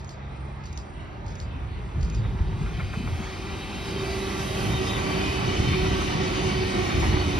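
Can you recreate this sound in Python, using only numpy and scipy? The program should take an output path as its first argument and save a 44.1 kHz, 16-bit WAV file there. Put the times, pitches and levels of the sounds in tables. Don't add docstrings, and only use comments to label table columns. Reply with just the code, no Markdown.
import sys
import numpy as np
from scipy import signal
from scipy.fft import rfft, irfft, next_fast_len
from scipy.io import wavfile
from scipy.ndimage import uniform_filter1d, map_coordinates

SR = 44100
rng = np.random.default_rng(int(sys.argv[2]) if len(sys.argv) > 2 else 0)


def int16_out(signal):
    q = np.round(np.clip(np.atleast_2d(signal).T, -1, 1) * 32767)
    wavfile.write(sys.argv[1], SR, q.astype(np.int16))


N = 325899
T = np.arange(N) / SR
LONG = next_fast_len(N + SR // 2, True)
HZ = np.maximum(np.arange(LONG // 2 + 1) * SR / LONG, 1)

SPEED_M_PER_S, TRACK_M, SOUND_M_PER_S = 17, 19, 343

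# abreast t/s, relative ring level/dB, relative hum level/dB, pitch ratio
BOGIES = [(5.5, 0.5, -2.5, 1.0), (6.6, 2.5, -3, .994), (7.85, 3, 1, .985), (9.1, -1, 2.5, 1.003),
          (10.35, -4, -5, .99), (11.6, -14, 1, 1.008)]
# t/s, level/dB, body f/Hz, decay/s
KNOCKS = [(2.247, -37, 1400, 0.009), (2.386, -39, 1050, 0.0091), (2.525, -44, 1050, 0.011),
          (2.659, -37, 1400, 0.017), (2.795, -32, 1350, 0.014), (2.801, -38.5, 2000, .012),
          (2.933, -33, 1350, 0.01), (3.073, -32, 1100, .008), (3.222, -39, 1300, .009),
          (5.727, -29, 1110, 0.02), (5.855, -32.5, 1100, .014), (6.012, -31, 1100, 0.015),
          (6.629, -31, 797, 0.0089), (6.887, -33, 1900, 0.042), (7.022, -27, 835, 0.022),
          (7.038, -31.5, 2200, .014), (7.163, -30, 749, 0.019), (7.355, -37, 1000, 0.013)]
# f/Hz, relative density/dB
WIND = [(20, -37), (32, -20), (45, -4), (62, -2), (88, -2.5), (120, -13.5), (200, -22.5), (700, -64)]
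# f/Hz, relative density/dB
BOOM = [(70, -19), (105, 1), (140, -0.5), (175, -5), (230, -19.5)]
# f/Hz, relative density/dB
RING = [(1400, -32), (1950, -1), (2450, 1), (3000, -2), (3330, -3.5), (3700, -3), (4150, -7), (4700, -14.5),
        (5600, -43), (8000, -45)]
# f/Hz, relative density/dB
HISS = [(3200, -16), (5000, -0.5), (6800, -0.5), (8000, -5), (10500, -18.5), (14000, -40)]


def undb(db):
    return 10 ** (np.asarray(db) / 20)


def unit(x):
    return x / np.sqrt(np.mean(x ** 2))


def curves(table):
    s, *columns = np.transpose(table)
    return [np.interp(T, s, column) for column in columns]


def over_hz(table):
    hz, *columns = np.transpose(table)
    return [np.interp(np.log(HZ), np.log(hz), column) for column in columns]


def noise(gain):
    bins = rng.standard_normal((2, 2 * len(HZ))).view(complex)
    return unit(irfft(gain * bins, LONG))


def coloured(spectrum):
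    inside = (HZ > spectrum[0][0] / 2) & (HZ < spectrum[-1][0] * 2)
    return noise(undb(over_hz(spectrum)[0]) * inside)[:, :N]


def resonances(modes):
    return sum(undb(db) / (1 + ((HZ - hz) / width_hz) ** 2) for hz, width_hz, db in modes)


def walk(rate):
    k = max(int(SR / rate), 1)
    steps = np.repeat(rng.standard_normal(N // k + 1), k)
    return unit(uniform_filter1d(uniform_filter1d(steps, k), k)[:N])


def ripple(width_hz):
    knots = np.arange(1024) * width_hz
    return np.interp(HZ, knots, np.sqrt(2) * rng.standard_normal(len(knots)))


def mottle(pair, patchy_db, patch_s=.125, patch_hz=65, size=2048):
    hz, s, bins = signal.stft(pair, SR, nperseg=size)
    chance = rng.standard_normal((1024, 256))
    places = np.meshgrid(hz / patch_hz, s / patch_s, indexing="ij")
    field = map_coordinates(chance, places, order=1, mode="wrap")
    patchy = bins * undb(patchy_db * unit(field))
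    return unit(signal.istft(patchy, SR, nperseg=size)[1][:, :N])


def burst(start_s, rise_s, decay_s):
    age = np.clip(T - start_s, 0, 20 * decay_s)
    return np.minimum(age / rise_s, 1) * np.exp(-np.maximum(age - rise_s, 0) / decay_s)


def arch(start_s, length_s):
    u = np.clip((T - start_s) / length_s, 0, 1)
    return u, np.sin(np.pi * u)


def glides(tones, wobble_hz, bend=1, wobbles_per_s=70):
    out, wobble = np.zeros(N), wobble_hz * walk(wobbles_per_s)
    for s, length_s, start_hz, end_hz, db in tones:
        on = (T >= s) & (T < s + length_s)
        u = (T[on] - s) / length_s
        hz = start_hz + (end_hz - start_hz) * u ** bend + np.roll(wobble, rng.integers(N))[on]
        out[on] += undb(db) * np.sin(np.pi * u) * np.sin(2 * np.pi * np.cumsum(hz) / SR)
    return out


def passage(abreast_s):
    r = np.hypot(SPEED_M_PER_S * (T - abreast_s), TRACK_M)
    return r, T - (r - r[0]) / SOUND_M_PER_S


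def delayed(pair, sent):
    at = sent * SR
    whole = at.astype(int)
    return pair[:, whole] + (at - whole) * (pair[:, whole + 1] - pair[:, whole])


def approach(near_db, loss_db_per_m, far_db, arrives_s=5.15):
    r = np.hypot(SPEED_M_PER_S * np.maximum(arrives_s - T, 0), TRACK_M)
    near = undb(near_db - loss_db_per_m * (r - TRACK_M)) * TRACK_M / r
    return np.hypot(near, undb(far_db))


def broadside(start_s=3.65, end_s=5.0):
    return np.clip((T - start_s) / (end_s - start_s), 0, 1)


def ports(pair, table):
    direct, diffuse = rfft(pair, LONG)
    likeness, lead, pan_db = over_hz(table)
    likeness, sides = np.clip(likeness, 0, 1), np.array([[1], [-1]])
    both = np.sqrt((1 + likeness) / 2) * direct + sides * np.sqrt((1 - likeness) / 2) * diffuse
    both[0] *= np.exp(1j * lead)
    return irfft(both * undb(sides * pan_db / 2), LONG)[:, :N]


def wheels(reach=2.3, ripple_hz=35, ripple_db=1.8, bed_db=-11, patchy_db=2.7):
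    # f/Hz, width/Hz, relative level/dB
    wheel_modes = [(1910, 92, -3), (2280, 58, -1), (2475, 82, -6), (2640, 41, -9.5), (3023, 80, -1),
                   (3580, 57, -6), (3740, 43, -4), (4190, 45, -11), (4446, 67, -2.5), (4990, 130, -15),
                   (5670, 170, -13)]
    modes = resonances(wheel_modes)
    modes = modes + undb(bed_db + over_hz(RING)[0]) + undb(bed_db - 8.5 + over_hz(HISS)[0])
    ring, power = 0, 0
    for abreast_s, ring_db, _, ratio in BOGIES:
        r, sent = passage(abreast_s)
        gain = undb(ring_db) / r ** reach
        own = noise(modes * undb(ripple_db * ripple(ripple_hz)))
        ring = ring + gain * delayed(own, sent * ratio)
        power = power + gain ** 2
    return mottle(ring / np.sqrt(power), patchy_db)


def gears(reach=2.2):
    # f/Hz, width/Hz, relative level/dB
    gear_modes = [(190.2, 4.8, -0.5), (300.4, 8.4, -5.5), (370, 17.3, -3), (738.6, 18.5, -7),
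                  (1122, 24, -8.5), (1316, 22, -13), (1520, 17, -12)]
    housing = noise(resonances(gear_modes))
    hum, power = 0, 0
    for abreast_s, _, hum_db, ratio in BOGIES:
        r, sent = passage(abreast_s)
        gain = undb(hum_db) / r ** reach
        own = np.roll(housing, rng.integers(LONG), axis=1)
        hum = hum + gain * delayed(own, sent * ratio)
        power = power + gain ** 2
    return unit(hum / np.sqrt(power))


def train(throb_db=.5, turn_s=.1373, far_ring_db=-7, hiss_slope=1.108, swell_db=2.0):
    # f/Hz, relative density/dB
    drone_spectrum = [(140, -19), (195, 1.5), (235, -5.5), (310, -4.5), (400, -5), (480, -26), (800, -27.5)]
    # f/Hz, relative density/dB
    roar_spectrum = [(280, -26), (440, 0), (800, 1), (1150, -1), (1650, -6), (2100, -9), (3200, -29.5)]
    # t/s, level/dB
    rolling = [(0, -57.5), (1.0, -57), (1.9, -54), (2.55, -49.5), (2.9, -45), (3.4, -42.5), (3.8, -40.5),
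               (4.5, -37.5), (5.2, -36.0), (5.9, -34.5), (6.7, -35.5), (7.39, -35.5)]
    # t/s, level/dB
    roaring = [(0, -46), (0.8, -46), (1.5, -45.5), (2.3, -45.5), (3.0, -44), (3.5, -42), (4.1, -37.5),
               (5.0, -35), (6.3, -35.5), (7.39, -34.3)]
    # t/s, level/dB
    humming = [(0, -66.5), (2.1, -56), (2.85, -56), (3.55, -45.5), (4.1, -40.5), (4.75, -36.5), (6.1, -34),
               (6.7, -36.5), (7.39, -35.5)]
    ring_db = curves(rolling)[0]
    throb = throb_db * np.cos(2 * np.pi * (T - KNOCKS[5][0]) / turn_s)
    side_db = 2.0 * broadside()
    far = np.interp(T, [1.8, 4.4], [1, 0])

    rumble = coloured(WIND) * approach(near_db=-34.5, loss_db_per_m=0.0, far_db=-53)
    boom = coloured(BOOM) * approach(near_db=-32.5, loss_db_per_m=0.2, far_db=-48.5)
    boom = boom * undb(2.8 * walk(14))
    drone = coloured(drone_spectrum) * approach(near_db=-34.0, loss_db_per_m=0.13, far_db=-49.5)
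    drone = drone * undb(side_db + 1.0 * walk(12))
    roar_db = curves(roaring)[0] + throb + 0.88 * walk(20)
    roar = mottle(coloured(roar_spectrum), patchy_db=2.0) * undb(roar_db)
    rails_db = ring_db - 5.5 + 5.5 * far + side_db / 2 + throb / 2 + 1.0 * walk(16)
    rails = mottle(coloured(RING), patchy_db=3.0) * undb(rails_db)
    hiss_db = hiss_slope * ring_db - 7.0 + 2.1 * walk(18)
    hiss = mottle(coloured(HISS), patchy_db=4.5) * undb(hiss_db)
    ring = wheels() * undb(ring_db - 0.04 + far_ring_db * far + throb / 2)
    hum = gears() * undb(curves(humming)[0] + swell_db * walk(14))
    return rumble + boom + drone + roar + rails + hiss + ring + hum


def far_hum(hz=67.7, end_s=0.79):
    # multiple of the pitch, level/dB
    harmonics = [(1, -45.5), (2, -42), (3, -57)]
    tones = 0
    for k, db in harmonics:
        tones = tones + undb(db + 1.0 * walk(6.2)) * np.sin(2 * np.pi * (k * hz * T + rng.random()))
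    return np.sqrt(2) * tones * np.clip((end_s - T) / 0.07, 0, 1)


def gust(start_s, hold_s, attack_s=0.019, release_s=0.29):
    age = T - start_s
    return np.clip(age / attack_s, 0, 1) * np.exp(-np.maximum(age - hold_s, 0) / release_s)


def wind(breeze_db=-42, bright_db=-6.0, flutter_db=1.2):
    # t/s, hold/s, level/dB
    gusts = [(0.577, 0.52, -40), (1.202, 0.7, -36.5), (1.95, 0.67, -29), (2.94, 0.17, -35.5),
             (5.57, 0.25, -28), (6.5, 0.33, -34.5), (6.934, 0.26, -27.5)]
    # t/s, relative peak level/dB, f/Hz, length/s
    buffets = [(1.549, -34, 265, 0.043), (1.973, -16.5, 129, 0.031), (2.026, -12.5, 61, 0.036),
               (2.188, -16, 107, 0.028), (2.243, -16, 98, 0.023), (2.34, -29, 223, 0.016),
               (2.404, -10, 71.5, 0.021), (2.479, -22, 165, 0.038), (2.529, -19, 98, 0.033),
               (2.609, -16.5, 152, 0.02), (2.78, -20, 153, 0.024), (2.827, -16, 92.5, 0.033),
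               (2.97, -14.5, 165, 0.013), (2.999, -19.5, 222, 0.015), (3.033, -23.5, 250, 0.022),
               (3.123, -21.5, 128, 0.04), (3.189, -22.5, 208, .03), (5.594, -10, 88.5, 0.019),
               (6.945, -12.5, 86.5, 0.042), (7.062, -18, 81, 0.027)]
    force = sum(undb(db) * gust(s, hold_s) for s, hold_s, db in gusts)
    low = coloured(WIND) * np.hypot(undb(breeze_db), force)
    bright = coloured(BOOM) * force * undb(bright_db)
    out = (low + bright) * undb(flutter_db * walk(15))
    for s, db, hz, length_s in buffets:
        u, swell = arch(s, length_s)
        out[0] += undb(db - 3.5) * swell * np.sin(2 * np.pi * (hz * length_s * u + rng.random()))
    return out


def whine(slip_hz=5, twin_db=-9, second_db=-18, third_db=-22):
    # t/s, relative level/dB, meshing f/Hz
    meshing = [(0, -68, 378.6), (2.1, -62, 379), (2.5, -43.5, 377.7), (2.85, -52, 377),
               (3.55, -41.5, 379.8), (3.8, -49.5, 385), (3.98, -35, 386.7), (4.2, -33.5, 387),
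               (4.55, -36, 386), (4.85, -33, 379), (5.0, -48, 380), (5.15, -34, 382), (5.32, -33, 383),
               (5.4, -45, 381), (5.48, -31, 382), (5.65, -39.5, 378), (5.76, -29.5, 372), (5.92, -33, 381),
               (6.08, -40, 381), (6.4, -31, 375.6), (6.65, -32, 373.6), (7.1, -33.5, 368),
               (7.39, -37.5, 360)]
    gain_db, jitter_turns, waver_db, rough_db = -1.1, .065, 1.4, 2.0
    db, hz = curves(meshing)
    tooth = 2 * np.pi * (np.cumsum(hz) / SR + jitter_turns * walk(22))
    twin = tooth - 2 * np.pi * (slip_hz * T + 0.13 * walk(4.5))
    mesh = np.sin(tooth) + undb(twin_db) * broadside() * np.sin(twin)
    mesh = mesh + undb(second_db) * np.sin(2 * twin) + undb(third_db) * np.sin(3 * twin)
    return unit(mesh) * undb(db + gain_db + waver_db * walk(18) + rough_db * walk(80))


def sizzle(gain_db=5.0, far_db_per_s=-8):
    # t/s, relative level/dB
    treads = [(2.4, -73), (3.1, -63), (3.5, -65.5), (4.1, -55.5), (4.75, -52), (5.5, -58), (5.9, -56.5),
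              (6.4, -62), (7.0, -58), (7.39, -58)]
    # f/Hz, relative density/dB
    sizzle_spectrum = [(4200, -24), (5400, 1), (6700, 2), (8000, 2), (10000, -1), (11500, -3),
                       (13000, -10.5), (14000, -37)]
    air_db = far_db_per_s * np.maximum(treads[0][0] - T, 0)
    return coloured(sizzle_spectrum) * undb(curves(treads)[0] + gain_db + air_db + 1.3 * walk(14))


def bushes(pair, t60_s=.3, tail_db=-9):
    age = T[:SR // 2]
    tail = rng.standard_normal((2, len(age))) * np.exp(-np.log(1000) * age / t60_s)
    tail = tail * undb(tail_db) / np.sqrt(np.sum(tail[0] ** 2))
    return pair + signal.fftconvolve(pair, tail, axes=1)[:, :N]


def bird(snap_db=-3.0, rise_s=0.0015, trill_hz=8650, swing_hz=400, notes_per_s=27.0):
    # main snap t/s, relative level/dB, relative lead-in snap level/dB
    phrases = [(0.0933, -0.5, -42), (.776, -1.5, -38), (1.402, 0, -40.5), (2.148, 0.5, -40)]
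    # t/s from the main snap, relative peak level/dB, decay/s
    phrase_snaps = [(-.14, -48, .012), (-.122, -46.5, 0.037), (-.002, -34.5, 0.004), (.0105, -48.5, 0.02)]
    # t/s from the main snap, length/s, start f/Hz, end f/Hz, relative level/dB
    phrase_whistles = [(-.026, 0.028, 6350, 6220, -53), (.017, 0.04, 7350, 6800, -56),
                       (.012, .048, 4950, 4450, -54)]
    # t/s, length/s, relative level/dB
    trills = [(0.267, .34, -66), (0.802, 0.27, -65), (1.43, 0.66, -70)]
    # f/Hz, relative density/dB
    snap_spectrum = [(2000, -12), (3200, 4), (3900, 1), (4500, 10), (5200, 6.5), (6500, 5), (8000, -2.5),
                     (11000, -16.5), (14000, -25)]
    # f/Hz, relative density/dB
    lead_in_spectrum = [(2000, -16), (3500, -3), (4600, 6), (5600, 4), (6700, 8), (8000, -5), (11000, -17),
                        (14000, -25)]
    lead_in_s, lead_in_decay_s = .049, 0.0034
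    snaps, lead_ins, whistles = 0, 0, []
    for main_s, phrase_db, lead_in_db in phrases:
        for lag_s, db, decay_s in phrase_snaps:
            snaps = snaps + undb(phrase_db + db + snap_db) * burst(main_s + lag_s, rise_s, decay_s)
        early = burst(main_s - lead_in_s, rise_s, lead_in_decay_s)
        lead_ins = lead_ins + undb(lead_in_db + snap_db) * early
        for lag_s, *shape, db in phrase_whistles:
            whistles.append((main_s + lag_s, *shape, phrase_db + db))
    out = coloured(snap_spectrum) * snaps + coloured(lead_in_spectrum) * lead_ins
    out = out * undb(2.2 * walk(260))
    note = 2 * np.pi * (notes_per_s * T + 0.26 * walk(10))
    pitch = trill_hz + swing_hz * np.cos(note) + 220 * walk(1500)
    trill = np.sin(2 * np.pi * np.cumsum(pitch) / SR) * (1 + 0.4 * np.sin(note))
    out[0] += trill * sum(undb(db) * np.abs(arch(s, length_s)[1]) ** .5 for s, length_s, db in trills)
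    out[0] += glides(whistles, wobble_hz=45, bend=1.8)
    return bushes(out)


def knocks(body_db=7, body_octaves=0.26, rise_s=0.0036):
    # f/Hz, relative density/dB
    clatter = [(300, -5), (600, -2), (1350, -1), (1800, -5.5), (2400, -4), (3600, -29), (8000, -40)]
    out = 0
    for s, db, hz, decay_s in KNOCKS:
        body = body_db * np.exp(-(np.log2(HZ / hz) / body_octaves) ** 2)
        gain = undb(over_hz(clatter)[0] + body) * (HZ < clatter[-1][0])
        out = out + noise(gain)[:, :N] * undb(db) * burst(s, rise_s, decay_s)
    return out


def squeals(gain_db=-.5, sag_per_s=0.0103):
    # t/s, length/s, mid f/Hz, relative level/dB
    slips = [(2.699, 0.46, 4750, -56), (3.5, 0.52, 3850, -48.5), (3.82, 0.44, 4700, -46),
             (3.9, .55, 2000, -45), (4.17, .3, 3880, -47), (4.696, 0.11, 3700, -36),
             (4.682, .14, 3095, -41), (4.85, .13, 3740, -34), (4.845, .075, 3120, -37),
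             (4.867, 0.13, 3490, -38), (4.89, 0.1, 3030, -39), (4.918, 0.605, 4630, -46),
             (5.28, 0.13, 2980, -37), (5.422, 0.75, 3083, -39), (6.15, .7, 4550, -43),
             (6.417, 0.42, 5060, -47), (7.14, .16, 4400, -41)]
    short_s, short_wobble_hz, long_wobble_hz, slips_per_s, rough_db = .2, 42, 24, 160, 2.8
    out = 0
    for s, length_s, hz, db in slips:
        sag = sag_per_s * length_s / 2
        tone = (s, length_s, hz * (1 + sag), hz * (1 - sag), db + gain_db)
        wobble_hz = short_wobble_hz if length_s < short_s else long_wobble_hz
        out = out + glides([tone], wobble_hz, wobbles_per_s=slips_per_s)
    return out * undb(rough_db * walk(slips_per_s))


def near_motor(start_s=6.55, length_s=1.1, start_hz=356, end_hz=245, db=-32, wobble_hz=7, rough_db=2.0):
    growl = glides([(start_s, length_s, start_hz, end_hz, db)], wobble_hz, bend=1.6)
    return growl * undb(rough_db * walk(22))


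def scene():
    # f/Hz, likeness 0-1, left lead/rad, left minus right level/dB
    far_ports = [(130, 0.92, 0, -1), (400, 0.68, 0.24, -1.5), (590, 0.14, -1, -1), (900, 0, -1.5, -3.5),
                 (1500, 0.45, -2.0, -1), (2310, 0.77, -0.1, 0.5), (3380, 0.07, 1, 0), (5000, 0.8, 0.5, 1),
                 (6160, 1, -2.0, 0), (7300, 1, -2.5, -2.5), (8560, 0.85, -4, 1), (10300, 0.9, -5, -1)]
    ahead_ports = [(130, 0.94, 0.5, 0.5), (400, 0.81, 0, -0.5), (890, 0.3, -0.7, -1), (1500, 1, -1, -0.5),
                   (2050, 1, -1, 0.5), (5000, 0.83, 0.5, 0.5), (5900, 0, -1.8, 0.5), (7160, 1, -3.0, 1),
                   (7940, 1, -2.5, 0), (8800, 0.5, -5, 0), (10100, 0.67, -6, 0)]
    beside_ports = [(100, 0.91, -0.07, -1), (360, 0.84, -1, -2.5), (690, 0.76, -1.7, -4.5),
                    (1640, 0.55, -2, -1.5), (2140, 0.37, 1.14, 2), (3070, 0.71, 0, 0.5),
                    (4600, 0.58, 0.36, 1), (6140, 0.2, -1.5, 0.5), (7070, 1, -3.0, 1.5), (8270, 1, -3, 0.5),
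                    (8680, 0.39, -3.5, 3), (9400, .97, -5.5, 0)]
    pair = train() + sizzle() + knocks() + wind()
    pair[0] += far_hum() + squeals() + whine() + near_motor()
    far, near = np.interp(T, [1.6, 2.8], [1, 0]), broadside()
    passing = far * ports(pair, far_ports)
    passing = passing + (1 - far - near) * ports(pair, ahead_ports)
    passing = passing + near * ports(pair, beside_ports)
    return passing + ports(bird(), far_ports)


def record(dry, top_hz=13200):
    return signal.sosfilt(signal.ellip(8, .2, 70, top_hz, fs=SR, output="sos"), dry)


dry = scene()
out = record(dry)
int16_out(out)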